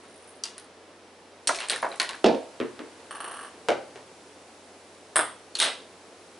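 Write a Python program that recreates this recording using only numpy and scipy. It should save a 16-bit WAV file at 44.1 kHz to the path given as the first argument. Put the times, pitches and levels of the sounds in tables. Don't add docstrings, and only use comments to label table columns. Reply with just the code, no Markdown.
import sys
import numpy as np
from scipy import signal
from scipy.fft import rfft, irfft, next_fast_len
from scipy.io import wavfile
from scipy.ndimage import uniform_filter1d

SR = 44100
rng = np.random.default_rng(int(sys.argv[2]) if len(sys.argv) > 2 else 0)


def log_audio(samples):
    frames = np.atleast_2d(samples).T
    limited = np.clip(frames, -1, 1)
    pcm = np.round(limited * 32767).astype(np.int16)
    wavfile.write(sys.argv[1], SR, pcm)


def volts_from_db(level):
    exponent = np.asarray(level, float) / 20
    return 10 ** exponent


N = 281799

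# start in seconds, peak level in dB, ringing spot in Hz, tilt in dB per octave.
ROD_BLOWS = [
    (0.4372, -14.5, 5760, 6.5),
    (0.4400, -24, 4680, 0),
    (0.4570, -25, 5500, -1.5),
]
# start in seconds, peak in dB, tilt in dB per octave.
ROLL_BLOWS = [(0.0359, -40.5, -5), (0.0818, -46, 2), (0.11, -47, 7), (0.141, -47, 6), (0.161, -41.5, 14),
              (0.199, -47, 3), (0.2244, -44, 7), (0.246, -54, 1), (0.2748, -37, 15), (0.288, -40.5, 18),
              (0.308, -46, 2), (0.354, -47, 8)]
# start in seconds, peak in dB, ringing spot in Hz, tilt in dB per octave.
STOP_BLOWS = [
    (0.5805, -24, 9100, 1),
    (0.5994, -43, 4100, -1),
    (0.6439, -43, 9130, 0),
]
# start in seconds, peak in dB, ringing spot in Hz, tilt in dB per octave.
BUMP_BLOWS = [
    (1.473, -3, 8800, -4),
    (1.4794, -24, 7900, -11),
    (1.5469, -16, 2550, -6),
    (1.5577, -17, 5270, 1),
    (1.5875, -18, 2300, -8),
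    (1.4765, -7, 5700, -2),
    (1.6015, -24, 9500, -4),
    (1.648, -34, 9800, -7),
]
# start in seconds, peak in dB, ringing spot in Hz, tilt in dB per octave.
KNOCK_BLOWS = [
    (1.4915, -13, 1110, 0.5),
    (1.4945, -10.5, 1410, -0.5),
    (1.828, -17, 1150, -1.5),
    (1.8298, -14.5, 1340, -2),
    (1.8375, -19, 1480, -2),
    (1.846, -19, 940, -2),
    (1.852, -18, 800, -1),
    (1.866, -24, 900, -2),
]
# start in seconds, peak in dB, ringing spot in Hz, tilt in dB per octave.
TRACK_BLOWS = [(1.6045, -15, 1630, 2), (1.6125, -25, 2700, 4), (1.62, -27, 3000, 0),
               (1.629, -22, 2500, 2.5), (1.6384, -19.5, 980, 0), (1.716, -23, 3900, -0.5),
               (1.733, -17, 2260, 3), (1.6857, -18.5, 8900, 6.5), (1.698, -4, 4300, 8.5),
               (1.7055, -15.5, 3320, -0.5), (1.723, -18.5, 4020, -4.5), (1.7385, -21, 3900, 2),
               (1.7605, -22.5, 1810, -1), (1.916, -29, 3970, 1), (1.925, -25.5, 2310, 0),
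               (1.94, -40, 3500, -7), (1.9583, -28, 1970, 12)]
# start in seconds, peak in dB, spot in Hz, tilt in dB per octave.
TICK_BLOWS = [(1.7045, -12, 9000, 1), (1.711, -18, 9000, 1), (1.761, -19, 8800, -1.5),
              (1.770, -32, 9500, 3), (1.821, -32, 9800, 0), (1.8265, -29, 5000, -3), (1.831, -30, 8800, -1),
              (1.889, -32, 9600, 3), (2.003, -26, 9800, 4), (2.0145, -27, 9200, 2), (2.029, -24, 9500, 4),
              (2.048, -30, 9300, 4), (2.133, -27, 4600, -6), (2.154, -37, 9500, -1)]
# start in seconds, peak in dB, ringing spot in Hz, tilt in dB per octave.
FLAP_BLOWS = [
    (1.9992, -4.5, 4340, 5),
    (2.0018, -14.5, 1780, -0.5),
    (2.0135, -20, 2300, 0),
    (2.029, -21, 2010, 0),
    (2.0965, -22, 3900, -1.5),
    (2.0914, -17.5, 4050, 5.5),
    (2.1315, -36, 1620, 4),
    (2.145, -32, 1730, -2),
]
# start in seconds, peak in dB, ringing spot in Hz, tilt in dB per octave.
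CASE_BLOWS = [(2.244, -5.5, 407, -1), (2.253, -8.5, 418, -2.5), (2.2595, -5, 660, -2),
              (2.2625, -11, 710, 3.5), (2.267, -10, 724, 0.5), (2.275, -17, 730, -2.5),
              (2.2855, -12, 460, -0.5), (2.2975, -11.5, 630, -4), (2.315, -21, 607, -2),
              (2.328, -29, 500, 4), (2.3475, -19.5, 544, -1)]
# start in seconds, peak in dB, ringing spot in Hz, tilt in dB per octave.
CORNER_BLOWS = [
    (2.2418, -18, 5000, -5.5),
    (2.2434, -3, 3500, -3),
]
# start in seconds, peak in dB, ringing spot in Hz, tilt in dB per octave.
BOUNCE_BLOWS = [
    (2.6015, -15, 295, 3.5),
    (2.603, -16.5, 305, -4.5),
    (2.612, -20.5, 404, 2.5),
    (2.7925, -22, 296, 3),
]
# start in seconds, peak in dB, ringing spot in Hz.
RATTLE_BLOWS = [(3.052, -58, 1330), (3.109, -31.5, 1190), (3.150, -33.5, 1150), (3.165, -43, 1120),
                (3.2035, -30, 1130), (3.243, -30.5, 1160), (3.259, -42, 1120), (3.278, -33, 1090),
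                (3.312, -33, 1780), (3.339, -35.5, 1120), (3.3662, -36.5, 1700), (3.391, -37, 1800),
                (3.411, -38, 1150), (3.43, -38, 1150), (3.448, -39.5, 1140), (3.464, -48, 1120),
                (3.478, -51, 1150)]
# start in seconds, peak in dB, ringing spot in Hz, tilt in dB per octave.
WEIGHT_BLOWS = [
    (3.6862, -4.5, 498, 5),
    (3.6875, -10.5, 520, 0),
    (3.699, -19, 546, -0.5),
    (3.722, -19, 600, 3.5),
    (3.759, -32, 670, -6),
    (3.958, -27, 393, 5.5),
]
# start in seconds, peak in dB, ringing spot in Hz, tilt in dB per octave.
CUP_BLOWS = [
    (5.1577, -8, 3140, 2.5),
    (5.1595, -3.5, 580, 0.5),
    (5.1625, -21, 8700, 1),
    (5.1653, -1.5, 8600, 3.5),
    (5.1715, -12.5, 8300, -1),
    (5.179, -12, 1090, 3),
    (5.192, -5.5, 1500, 0),
    (5.196, -27, 1310, -1.5),
    (5.2035, -20, 3500, -0.5),
]
# start in seconds, peak in dB, ringing spot in Hz, tilt in dB per octave.
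RIM_BLOWS = [
    (5.5521, -22.5, 4330, 4.5),
    (5.5864, -25.5, 10100, 10),
    (5.5885, -26, 3670, 2),
    (5.593, -31, 6900, 8),
]
# start in seconds, peak in dB, ringing spot in Hz, tilt in dB per octave.
RAMP_BLOWS = [(5.6008, -6, 3500, 3), (5.6032, -10, 3150, 1), (5.6075, -19, 3330, 3),
              (5.6135, -9, 1500, 1.5), (5.6185, -14, 1510, -0.5), (5.6245, -10.5, 3700, 0),
              (5.628, -10.5, 8800, 2), (5.6394, -13.5, 3720, 0.5), (5.65, -12.5, 3250, 0.5),
              (5.676, -21, 3000, -2.5), (5.6604, -15, 3500, -2.5)]

# frequency in Hz, density in dB per Hz.
ROD_COLOUR = [(180, -53), (300, -28), (624, -22), (705, -16), (886, -2), (2280, -7), (2700, -2),
              (4820, 0.5), (10200, -10), (11500, -15), (15000, -55), (22000, -120)]
ROLL_COLOUR = [(590, -33), (1000, -10), (1360, 2), (3370, -3), (4060, 2), (7720, -8), (9000, -2.5),
               (10700, 1), (11500, 0), (15000, -53), (22000, -120)]
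BUMP_COLOUR = [(180, -54.5), (300, -36), (4010, -3), (4400, 1), (5050, -4.5), (5880, 0), (7060, -2.5),
               (9430, 1), (11500, -5.5), (15000, -41), (22000, -120)]
KNOCK_COLOUR = [(59, -57), (100, -31.5), (686, -3.5), (853, -8), (924, -5.5), (1900, -12.5), (2700, -27),
                (9620, -47), (10800, -46), (11500, -65), (15000, -97), (22000, -120)]
TRACK_COLOUR = [(120, -47), (200, -11), (381, 5), (1150, 6), (2770, 5), (3950, 3.5), (6570, -10.5),
                (9070, -8.5), (10900, -14), (11500, -20), (15000, -89), (22000, -120)]
FLAP_COLOUR = [(120, -51), (200, -8), (401, -1), (475, -4.5), (1090, 6), (1270, -7), (1380, 4.5),
               (4160, -5.5), (7530, -16), (9540, -17.5), (11500, -17), (15000, -61), (22000, -120)]
CASE_COLOUR = [(18, -67), (30, -37), (155, -13), (231, 0.5), (344, 1.5), (657, -0.5), (931, -4.5),
               (1080, -18), (1820, -18), (2930, -16.5), (5060, -21), (9420, -43), (11500, -56),
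               (15000, -88), (22000, -120)]
BOUNCE_COLOUR = [(18, -67), (30, -33), (148, -19.5), (225, 2.5), (399, -2), (595, -14.5), (760, -21.5),
                 (1250, -21.5), (3000, -33), (9190, -69.5), (11500, -68), (15000, -85), (22000, -120)]
RATTLE_COLOUR = [(120, -59), (200, -18), (225, -12), (262, -4), (1130, 7.5), (2300, -12.5), (2910, -12),
                 (6570, -25), (10400, -15), (11500, -11), (15000, -73), (22000, -120)]
WEIGHT_COLOUR = [(18, -78), (30, -40), (110, -30), (243, -7), (335, 1.5), (674, -3.5), (908, -7.5),
                 (1110, -15.5), (1350, -16), (3070, -25), (3660, -29.5), (9900, -48.5), (11500, -53),
                 (15000, -73), (22000, -120)]
CUP_COLOUR = [(59, -70.5), (100, -25), (230, -25), (310, -7), (371, -15.5), (597, -11), (1680, -6.5),
              (2540, -19.5), (3430, -19.5), (5970, -34), (8540, -22), (10400, -14.5), (11500, -47),
              (15000, -87), (22000, -120)]
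RIM_COLOUR = [(180, -35), (300, 2), (1730, -5), (2110, -13), (2700, -1), (4400, -3.5), (5120, -8),
              (10300, -14.5), (11500, -25), (15000, -59), (22000, -120)]
RAMP_COLOUR = [(59, -61), (100, -31), (609, -6), (804, -11.5), (1490, -6), (2440, -7), (3780, -3),
               (7280, -17.5), (8540, -7.5), (10200, -12), (11500, -16), (15000, -83), (22000, -120)]

# frequency in Hz, width in Hz, lift in dB.
ROD_SHELL = [(2850, 300, 4), (4780, 60, 10)]
ROLL_SHELL = [(8900, 420, 7), (10200, 330, 7.2)]
CASE_SHELL = [(242, 18, 5.1), (492, 29, 4.3), (660, 22, 1.5), (870, 50, 1.8), (1150, 150, 2)]
BALL_SHELL = [(1150, 88, 1), (1700, 360, 9.5), (2960, 840, 13), (4400, 310, 12), (5750, 390, 12),
              (8700, 500, 6.5), (8730, 660, 15.5), (9100, 150, 4), (10230, 300, 19.5)]
CUP_SHELL = [(630, 110, 7.9), (1360, 180, 2.9), (3500, 480, 6.9), (5170, 450, 9.5), (8490, 690, 16.3),
             (9860, 860, 6)]

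# frequency in Hz, time in seconds.
ROOM_T60 = [(125, 0.22), (400, 0.41), (1000, 0.36), (2800, 0.36), (7000, 0.41), (11000, 0.18)]
# frequency in Hz, side level in dB.
ROOM_SIDE = [(100, -12), (400, -8.5), (1500, -10), (5000, -10), (11000, -16)]
# frequency in Hz, level in dB.
ROOM_COLOUR = [(100, -9), (250, 2.5), (700, 6), (2000, 4), (5000, 0), (11000, -4)]
# start in seconds, peak in dB.
SHAKE_BLOWS = [
    (1.495, -60),
    (1.70, -61),
    (1.83, -60),
    (2.0, -60),
    (2.245, -40),
    (2.6, -55),
    (3.687, -59),
    (5.16, -58),
    (5.6, -60),
]
# start in seconds, peak in dB.
BOOM_BLOWS = [
    (1.72, -50),
    (2.245, -40),
    (2.6, -42.5),
    (3.687, -41.5),
    (3.93, -50),
    (5.16, -44.5),
]
# frequency in Hz, density in dB per Hz.
FAN_COLOUR = [(25, -39), (60, -22), (90, -21), (140, -17), (200, -8.5), (270, -4.5), (450, -2), (840, -7.5),
              (1200, -12), (3000, -18), (6000, -25), (11000, -117)]
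# frequency in Hz, side minus middle in dB.
FAN_SIDE = [(60, -35), (110, -13), (190, -21), (350, -21.5), (620, -14.5), (1110, -8.5), (2000, -6),
            (3580, -6.5), (6430, -3.5), (11500, -8)]
# time in seconds, level in dB.
FAN_SWELL = [(0, -1), (1.2, -2.5), (2.9, 0.7), (4.2, -0.9), (5, -1.6), (6.39, -1)]
# frequency in Hz, density in dB per Hz.
HISS_COLOUR = [(1500, -32), (4000, -3), (8000, -3), (11000, -4)]
# time in seconds, level in dB.
HISS_SWELL = [(0, -56), (.6, -59), (.75, -58.5), (1.4, -58), (1.6, -47.5), (2.5, -52.5), (4.4, -53.5),
              (5.4, -54.5), (6.39, -53.5)]

ROLL_SPOT_HZ, RATTLE_TILT_DB = 9050, 1.7
SPOT_SHARE = 0.11
SPOT_REF_DB = -15
SHELL_SCATTER = 8
ROOM_FILL_S, ECHO_SPREAD_DB, ROOM_DELAY_S = .03, 4, .003
EARLY_DB, EARLY_S = 3.5, 0.035
WALL_S, FAR_WALL_S = .007, .018
SHAKE_HZ, SHAKE_RISE_S, SHAKE_T60_S, SHAKE_LEFT_DB = 30, .003, 0.18, -1
BOOM_HZ, BOOM_RISE_S, BOOM_T60_S, BOOM_LEFT_DB = 128.4, 0.042, 0.49, -1
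FAN_DB, HUM_HZ, HUM_DB = -47, 91.5, -66.0
TOP_HZ = 10964


def struck(blows, colour, shell=(), crack_s=0.0031, tick_db=-0.77, room_db=3.0, spot_db=6.0, soft=.1,
           veil=0.05, wall_db=-17.0, crack_db=-18.5, wander=0.0081, left_db=0.0, far_wall_db=-6.0):
    start = int(min(blows)[0] * SR)
    t = np.arange(1024) / SR
    near, far = np.zeros((2, int(max(blows)[0] * SR) - start + 2048))
    cracks = rng.standard_normal((len(blows), 1024))
    for (s, peak_db, spot_hz, tilt_db), noise in zip(blows, cracks):
        turned = []
        for (hz, width, shell_db), a, b in zip(shell, noise[-16:], noise[-32:]):
            turned.append((hz * (1 + wander * a), width, shell_db * (1 + SHELL_SCATTER * wander * b)))
        crack = noise * volts_from_db(crack_db) * np.exp(-t / crack_s)
        crack[0] = 1
        softness_db = SPOT_REF_DB - peak_db
        lift_db = spot_db + soft * softness_db
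        spot_width = SPOT_SHARE * spot_hz
        tick = click(colour, [*turned, (spot_hz, spot_width, lift_db)], tilt_db + tick_db)
        body = click(colour, [*turned, (spot_hz, spot_width, lift_db / 2)], tilt_db)
        at = int(s * SR) - start
        near[at:at + 2047] += volts_from_db(peak_db) * signal.fftconvolve(tick, crack)
        far[at:at + 1024] += volts_from_db(peak_db + room_db + veil * softness_db) * body
    heard = signal.fftconvolve(far[None], room(wall_db, far_wall_db), axes=1)
    heard[:, :len(near)] += near
    heard = heard * volts_from_db(np.array([[left_db / 2], [-left_db / 2]]))
    return np.pad(heard, ((0, 0), (start, N)))[:, :N]


def click(colour, shell, tilt_db, size=2048):
    hz = np.fft.rfftfreq(size, 1 / SR)
    db = read(colour, hz) + tilt_db * np.log2(np.clip(hz, 200., 11000.) / 1500.)
    for f, width, lift_db in shell:
        db = db + lift_db / (1 + (2 * (hz - f) / width) ** 2)
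    cepstrum = irfft(np.log(volts_from_db(np.maximum(db, db.max() - 70))))
    cepstrum[1:size // 2] *= 2
    cepstrum[size // 2 + 1:] = 0
    out = irfft(np.exp(rfft(cepstrum)))[:size // 2]
    return out / np.abs(out).max()


def read(table, hz):
    f, value = np.transpose(table)
    return np.interp(np.log(np.maximum(hz, 1.)), np.log(f), value)


def room(wall_db, far_wall_db, size=32768):
    sample = np.arange(size)
    t = sample / SR
    hz = np.fft.rfftfreq(size, 1 / SR)
    noise, tail = mid_side(ROOM_SIDE, size), 0
    octave = np.log2(np.maximum(hz, 62.5) / 62.5)
    for k in range(9):
        band = irfft(noise * np.clip(1 - np.abs(octave - k), 0, 1))
        tail = tail + band * volts_from_db(-60 * t / read(ROOM_T60, 62.5 * 2 ** k))
    echoes = np.repeat(np.clip(rng.standard_normal(size // 32), -2, 2), 32)
    uneven_db = ECHO_SPREAD_DB * echoes * np.exp(-t / ROOM_FILL_S)
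    early_db = EARLY_DB * np.exp(-t / EARLY_S)
    tail = tail * volts_from_db(uneven_db + early_db) * (t > ROOM_DELAY_S)
    spectrum = rfft(tail)
    broad = uniform_filter1d(np.mean(np.abs(spectrum) ** 2, axis=0), size=61)
    tail = irfft(spectrum * volts_from_db(read(ROOM_COLOUR, hz)) / np.sqrt(broad))
    tail = tail * (t > ROOM_DELAY_S) * (t < t[-1] / 2)
    tail = tail / np.sqrt(np.mean(np.sum(tail ** 2, axis=1)))
    wall = volts_from_db(wall_db) * (sample == int(WALL_S * SR))
    far_wall = volts_from_db(far_wall_db) * (sample == int(FAR_WALL_S * SR))
    return tail + wall + far_wall


def mid_side(side_table, size):
    mid, side = rfft(rng.standard_normal((2, size)))
    side = side * volts_from_db(read(side_table, np.fft.rfftfreq(size, 1 / SR)))
    return np.array([mid + side, mid - side])


def shake():
    support = wobble(SHAKE_BLOWS, SHAKE_HZ, SHAKE_RISE_S, SHAKE_T60_S, SHAKE_LEFT_DB)
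    boom = wobble(BOOM_BLOWS, BOOM_HZ, BOOM_RISE_S, BOOM_T60_S, BOOM_LEFT_DB)
    return support + boom


def wobble(blows, hz, rise_s, t60_s, left_db):
    t, out = np.arange(N) / SR, 0
    for s, peak_db in blows:
        age = np.maximum(t - s, 0)
        swell = volts_from_db(peak_db - 60 * age / t60_s) * (1 - np.exp(-age / rise_s))
        out = out + swell * np.sin(2 * np.pi * hz * age)
    return out * volts_from_db(np.array([[left_db], [-left_db]]))


def fan():
    murmur = volts_from_db(FAN_DB) * steady(FAN_COLOUR, FAN_SWELL)
    hum = volts_from_db(HUM_DB) * np.sin(2 * np.pi * HUM_HZ * np.arange(N) / SR)
    return murmur + hum + steady(HISS_COLOUR, HISS_SWELL)


def steady(colour, swell):
    size = next_fast_len(N)
    gain = volts_from_db(read(colour, np.fft.rfftfreq(size, 1 / SR)))
    air = irfft(mid_side(FAN_SIDE, size) * gain, size)[:, :N]
    return air * volts_from_db(np.interp(np.arange(N) / SR, *np.transpose(swell))) / air.std()


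def scene():
    roll_blows = [(s, db, ROLL_SPOT_HZ, tilt) for s, db, tilt in ROLL_BLOWS]
    roll = struck(roll_blows, ROLL_COLOUR, ROLL_SHELL, room_db=5.0, spot_db=13.0, soft=.1, veil=.1)
    rod = struck(ROD_BLOWS, ROD_COLOUR, ROD_SHELL, crack_s=0.00087, room_db=3.5, spot_db=9.0, soft=-0.1,
                 wall_db=-20.0, crack_db=-9.0, left_db=1.5)
    stop = struck(STOP_BLOWS, ROLL_COLOUR, ROLL_SHELL, room_db=-1.0, spot_db=6.0, soft=.3, veil=.1)
    bump = struck(BUMP_BLOWS, BUMP_COLOUR, crack_s=0.0065, room_db=2.0, spot_db=14.0, soft=0.1, veil=0.05,
                  left_db=1.0)
    knock = struck(KNOCK_BLOWS, KNOCK_COLOUR, crack_s=0.0035, tick_db=2.5, room_db=-3.0, spot_db=8.5,
                   soft=0.12, crack_db=-16.5)
    track = struck(TRACK_BLOWS, TRACK_COLOUR, crack_s=0.0021, room_db=0.5, spot_db=12.0, soft=0.63,
                   veil=0.087, crack_db=-17.5, left_db=0.7)
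    tick = struck(TICK_BLOWS, ROLL_COLOUR, crack_s=.001, room_db=1.0, spot_db=13.5, soft=.05, crack_db=-12.5)
    flap = struck(FLAP_BLOWS, FLAP_COLOUR, crack_s=0.0029, tick_db=0.5, room_db=2.0, spot_db=11.5,
                  soft=0.045, crack_db=-13.5)
    corner = struck(CORNER_BLOWS, RIM_COLOUR, crack_s=.001, room_db=-3.0, spot_db=3.0, crack_db=-12.0,
                    left_db=-1.5)
    case = struck(CASE_BLOWS, CASE_COLOUR, CASE_SHELL, crack_s=0.0042, tick_db=0.5, room_db=-1.5,
                  spot_db=11.5, soft=.05, veil=0.033, left_db=-1.9)
    bounce = struck(BOUNCE_BLOWS, BOUNCE_COLOUR, crack_s=0.0021, tick_db=3.0, room_db=0.0, spot_db=2.0,
                    soft=0.37, veil=0.04, left_db=-0.5)
    rattle_blows = [(*row, RATTLE_TILT_DB) for row in RATTLE_BLOWS]
    rattle = struck(rattle_blows, RATTLE_COLOUR, BALL_SHELL, crack_s=.002, tick_db=-1.0, room_db=10.5,
                    spot_db=3.0, soft=.1, veil=.03, wall_db=-5.0, crack_db=-6.0, wander=.008, left_db=.3,
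                    far_wall_db=-10.0)
    weight = struck(WEIGHT_BLOWS, WEIGHT_COLOUR, crack_s=0.0041, tick_db=-1.0, room_db=0.5, spot_db=7.5,
                    soft=0.2, veil=0.091, left_db=1.0)
    cup = struck(CUP_BLOWS, CUP_COLOUR, CUP_SHELL, crack_s=0.0025, room_db=2.5, spot_db=1.0, soft=0.16,
                 veil=0.3, left_db=-0.1)
    rim = struck(RIM_BLOWS, RIM_COLOUR, crack_s=0.0052, room_db=11.5, spot_db=15.5, soft=.1, crack_db=-7.5)
    ramp = struck(RAMP_BLOWS, RAMP_COLOUR, crack_s=0.0018, room_db=6.0, spot_db=8.0, soft=0.1, veil=0.13,
                  crack_db=-11.0, left_db=0.0)
    falling_track = bump + knock + track + tick + flap
    falling_case = corner + case + bounce
    last_ball = cup + rim + ramp
    return roll + rod + stop + falling_track + falling_case + rattle + weight + last_ball + shake() + fan()


def low_pass(x):
    return signal.sosfilt(signal.butter(12, 12130, fs=SR, output="sos"), x)


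def record(dry):
    top_cut = signal.ellip(10, .3, 60, TOP_HZ, fs=SR, output="sos")
    cut = signal.sosfilt(top_cut, dry)
    leaning = cut * volts_from_db(np.array([[-.15], [.15]]))
    rounded = np.tanh(0.72 * leaning) / 0.95
    return low_pass(rounded)


dry = scene()
out = record(dry)
log_audio(out)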